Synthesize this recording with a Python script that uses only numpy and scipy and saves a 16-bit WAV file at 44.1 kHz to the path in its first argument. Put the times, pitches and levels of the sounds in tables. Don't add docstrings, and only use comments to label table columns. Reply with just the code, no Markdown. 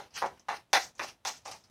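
import sys
import numpy as np
from scipy import signal
from scipy.io import wavfile

SR = 44100
rng = np.random.default_rng(int(sys.argv[2]) if len(sys.argv) > 2 else 0)


def put_to_file(sound):
    columns = np.atleast_2d(sound).T
    safe = np.clip(columns, -1, 1)
    whole_steps = np.round(safe * 32767)
    wavfile.write(sys.argv[1], SR, whole_steps.astype(np.int16))


def to_linear_factor(level_db):
    exponent = np.asarray(level_db, float) / 20
    return 10 ** exponent


N = 74970
LEAD = SR // 10
M = N + LEAD
T = (np.arange(M) - LEAD) / SR

# pitch_hz, density_db (per Hz)
HUM_SPECTRUM = [(15, -47), (25, -18.5), (79, 5.5), (457, -5.5), (945, -2.5), (1380, -11), (3830, -13),
                (5880, -23), (7100, -19.5), (15500, -28.5)]
# low_db, middle_db, high_db, upper_middle_db
WALL_KNOCKS = [(-.045, -22.5, 850, -48, -44.5, 0.052, 0.5, -2, 0, -7),
               (0.2199, -14, 865, -33.5, -41.5, 0.0514, 5.5, -2, -12, -8),
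               (0.4849, -19, 867, -29, -42, 0.068, -3.5, 1, -4.5, 4),
               (0.731, -10.5, 801, -14.5, -36.5, 0.056, -2.5, 9.5, 10, 11.5),
               (0.9941, -23, 1024, -20, -45.5, 0.0616, 3, 2, -4.5, 10.5),
               (1.2503, -22.5, 830, -29, -46, 0.062, -4.5, -1.5, 4.5, 6.5),
               (1.455, -31, 800, -39, -50.5, 0.057, -3, -7.5, -19, 4),
               (1.513, -46, 920, -33, -55, 0.053, -3.5, -7, -30, 4.5)]
# delay_ms, signed_share (ratio)
THUD_ARRIVALS = [(0, -.4), (4.49, 1), (6.99, .41), (11.95, .43), (18.55, .47), (22.27, -.36), (23.52, -.64),
                 (25.9, -.32), (28.92, .28), (30.64, -.42), (38.37, -.33), (40.25, .29), (43.5, -.37),
                 (48.44, .34)]
# pitch_hz, width_hz, level_db
BOWL_RESONANCES = [(85, 55.2, -31.5), (179.3, 52, -20.5), (320, 164, -7), (551, 298, -0.5), (800, 86, 1.5),
                   (975, 120, -4.5), (1184, 95, -3), (1399, 80, -4.5), (1860, 470, 2), (2410, 245, -2),
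                   (2585, 550, -3), (3517, 270, -2), (4130, 100, -3), (4450, 1280, -2), (6190, 930, -0.5),
                   (9060, 2600, -9.5)]
# pitch_hz, t60_s
ROOM_DECAY = [(200, 0.37), (800, 0.21), (2000, 0.2), (5000, 0.21), (12000, 0.24)]
# peak_s, rise_s, fall_s, level_db, low_db (drive of low resonances relative to high)
EDGE_SCRAPES = [(0.005, 0.019, 0.14, -70.5, 7.5), (0.176, 0.038, 0.037, -41.5, -3),
                (0.221, 0.04, 0.016, -53.5, 3), (0.263, 0.019, 0.029, -52, -1.5),
                (.37, 0.035, 0.069, -70.5, 2), (0.569, 0.094, 0.016, -52.5, -4.5),
                (0.818, 0.079, 0.074, -43.5, -16.5), (0.983, 0.012, 0.06, -60, -10),
                (1.037, 0.029, 0.035, -44.5, -33), (1.093, 0.11, 0.029, -54, 1),
                (1.277, 0.025, 0.044, -35, -12), (1.348, 0.081, 0.1, -55.5, -10.5),
                (1.461, 0.015, 0.067, -45.5, -13), (1.514, 0.0039, 0.044, -48.5, -6),
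                (1.568, 0.019, 0.18, -63, -16)]
# pitch_hz, width_hz, level_db
WALL_RESONANCES = [(725, 1600, 1), (1460, 680, 3.5), (2840, 910, -0.5), (3480, 605, -5), (4240, 2200, -0.5),
                   (6015, 1210, 0.5), (8580, 1300, -11.5), (12900, 7600, -17.5)]
# start_s, level_db, pitch_hz
BATTER_TICKS = [(0.107, -66, 5000), (0.3955, -63, 5700), (0.952, -61.5, 6500), (1.639, -62, 5020)]

HUM_DB, HUM_WAVER_DB, HUM_WAVER_S = -62, 0.35, 0.032
LOW_UNDER_HZ, MIDDLE_OVER_HZ, UPPER_OVER_HZ, HIGH_OVER_HZ = 700, 1330, 2150, 3000
THUD_WIDTH_HZ = 514
CONTACT_HZ = 2970
CRACK_LAG_S, CRACK_ECHO_DB = .0004, -10
SCATTER_PER_S, SCATTER_SPREAD_DB = 5000, 1.5
SAG_DB_PER_S, SAG_GROWS_PER_OCTAVE = 10.5, 80
KNOCK_LUCK_DB, RELEASE_S = 0.86, 0.0089
ROOM_DB, ROOM_GAP_S = -11, 0.012
RAMP_DB, RAMP_POWER = 20.5, 1.54
SCRAPE_PER_S, SCRAPE_SPREAD_DB, SCRAPE_SPLIT_HZ = 13000, 3, 3200
PATCHY_DB, PATCH_S = 2, 0.016
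FIZZ_PER_S, FIZZ_SPREAD_DB, TICK_FIZZ_T60_S = 6000, 3, 0.098
TICK_WIDTH_HZ, TICK_RISE_S = 1400, .0004
TICK_SNAP_DB = 16.5
GATE_DB, GATE_SLOPE, GATE_DEPTH_DB = -54.5, 1, 12
GATE_RELEASE_S, GATE_LISTENS_HZ, GATE_AHEAD = 0.0091, 307, 90
TOP_HZ = 15700


def rms_one(x):
    return x / np.sqrt(np.mean(x ** 2) + 1e-20)


def at_hz(points, hz):
    table_hz, values = np.array(points).T
    return np.interp(np.log(hz), np.log(table_hz), values)


def resonate(x, hz, width_hz):
    r = np.exp(-np.pi * width_hz / SR)
    feed = np.sqrt((1 - r * r) / 2) * np.array([1, 0, -1])
    ring = [1, -2 * r * np.cos(2 * np.pi * hz / SR), r * r]
    return signal.lfilter(feed, ring, x + 1e-18)


def grains(per_s, spread_db):
    sizes = to_linear_factor(spread_db * np.minimum(rng.exponential(1, M), 4)) * rng.choice([-1, 1], M)
    return rms_one(sizes * (rng.random(M) < per_s / SR))


def bands(n):
    edges = 22 * 2 ** np.arange(0, 9.6, .5)
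    white = rng.standard_normal((2, n))
    for k, (low, high) in enumerate(zip(edges, edges[1:])):
        band_pass = signal.butter(2, [low, high], "band", fs=SR, output="sos")
        yield np.sqrt(low * high), signal.sosfilt(band_pass, white[k % 2])


def waver(step_s):
    knots = np.arange(T[0], T[-1] + step_s, step_s)
    return np.interp(T, knots, rng.standard_normal(400)[:len(knots)]) * np.sqrt(1.5)


def hum():
    noise = rms_one(sum(to_linear_factor(at_hz(HUM_SPECTRUM, hz)) * band for hz, band in bands(M)))
    return to_linear_factor(HUM_DB + HUM_WAVER_DB * waver(HUM_WAVER_S)) * noise


def spot_colour_db(hz, low, middle, high, upper):
    if hz < LOW_UNDER_HZ:
        return low
    if hz > HIGH_OVER_HZ:
        return high
    if hz > UPPER_OVER_HZ:
        return upper
    return middle if hz > MIDDLE_OVER_HZ else 0


def knocks():
    out = np.zeros(M)
    scatter = grains(SCATTER_PER_S, SCATTER_SPREAD_DB)
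    luck = rng.normal(0, KNOCK_LUCK_DB, (len(WALL_KNOCKS), len(BOWL_RESONANCES)))
    soft = signal.butter(4, CONTACT_HZ, fs=SR, output="sos")
    delays_ms, shares = np.transpose(THUD_ARRIVALS)
    lags = (delays_ms * SR / 1000).astype(int)
    for (s, thud_db, thud_hz, crack_db, scatter_db, hold_s, *spot), own_db in zip(WALL_KNOCKS, luck):
        i = int(s * SR) + LEAD
        t = T[i:i + SR // 6] - s
        held = np.clip((hold_s - t) / RELEASE_S, 0, 1)
        dense = scatter[i:i + len(t)] * to_linear_factor(scatter_db) * held
        thuds, cracks = np.zeros((2, len(t)))
        thuds[lags] = to_linear_factor(thud_db) * shares
        cracks[lags[:2] + int(CRACK_LAG_S * SR)] = to_linear_factor(crack_db), to_linear_factor(crack_db + CRACK_ECHO_DB)
        lower, upper = np.zeros((2, len(t)))
        flex = resonate(thuds * held, thud_hz, THUD_WIDTH_HZ)
        lower -= resonate(flex, thud_hz, THUD_WIDTH_HZ)
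        for k, (hz, width_hz, db) in enumerate(BOWL_RESONANCES):
            sag = SAG_DB_PER_S + SAG_GROWS_PER_OCTAVE * max(np.log2(hz / LOW_UNDER_HZ), 0)
            ring = resonate(cracks + dense * to_linear_factor(-sag * t), hz, width_hz)
            part = upper if hz > HIGH_OVER_HZ else lower
            part += (-1) ** k * to_linear_factor(db + own_db[k] + spot_colour_db(hz, *spot)) * ring
        out[i:i + len(t)] += signal.sosfilt(soft, lower) + upper
    return out


def kitchen(x):
    t = np.arange(SR // 2) / SR
    tail = sum(band * to_linear_factor(-60 * t / at_hz(ROOM_DECAY, hz)) for hz, band in bands(len(t)))
    tail = tail * (t > ROOM_GAP_S)
    return signal.fftconvolve(x, tail / np.sqrt(np.sum(tail ** 2)))[:M]


def scrapes():
    high, low = np.zeros(M), np.zeros(M)
    for s, rise_s, fall_s, db, low_db in EDGE_SCRAPES:
        ramp = np.where(T < s, (s - T) / max(rise_s, .003), (T - s) / max(fall_s, .003))
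        swell = to_linear_factor(db - RAMP_DB * ramp ** RAMP_POWER)
        high += swell
        low += swell * to_linear_factor(low_db)
    grit = grains(SCRAPE_PER_S, SCRAPE_SPREAD_DB)
    out = np.zeros(M)
    for k, (hz, width_hz, db) in enumerate(WALL_RESONANCES):
        drive = low if hz < SCRAPE_SPLIT_HZ else high
        level = to_linear_factor(db + PATCHY_DB * waver(PATCH_S))
        out += (-1) ** k * level * resonate(grit * drive, hz, width_hz)
    return out


def ticks():
    out = np.zeros(M)
    fizz = grains(FIZZ_PER_S, FIZZ_SPREAD_DB)
    for s, db, hz in BATTER_TICKS:
        onset = np.clip((T - s) / TICK_RISE_S, 0, 1)
        burst = fizz * onset * to_linear_factor(db - 60 * np.maximum(T - s, 0) / TICK_FIZZ_T60_S)
        burst[int(s * SR) + LEAD] += to_linear_factor(db + TICK_SNAP_DB)
        out += resonate(resonate(burst, hz, TICK_WIDTH_HZ), hz, TICK_WIDTH_HZ)
    return out


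def scene():
    bowl = knocks() + scrapes() + ticks()
    return (bowl + to_linear_factor(ROOM_DB) * kitchen(bowl) + hum())[None, LEAD:]


def roll_off(x):
    return signal.sosfilt(signal.butter(12, 16500, fs=SR, output="sos"), x)


def record(dry):
    r = np.exp(-1 / (GATE_RELEASE_S * SR))
    high_pass = signal.butter(2, GATE_LISTENS_HZ, "high", fs=SR, output="sos")
    heard = signal.sosfilt(high_pass, dry)
    settled = heard[:, :400].var(axis=1, keepdims=True)
    power = signal.lfilter([1 - r], [1, -r], heard ** 2, zi=settled)[0]
    level_db = 10 * np.log10(power + 1e-14)
    ahead_db = np.roll(level_db, -GATE_AHEAD, axis=1)
    gated = dry * to_linear_factor(np.clip(GATE_SLOPE * (ahead_db - GATE_DB), -GATE_DEPTH_DB, 0))
    mix = signal.sosfilt(signal.butter(8, TOP_HZ, fs=SR, output="sos"), gated)
    return roll_off(mix)


dry = scene()
out = record(dry)
put_to_file(out)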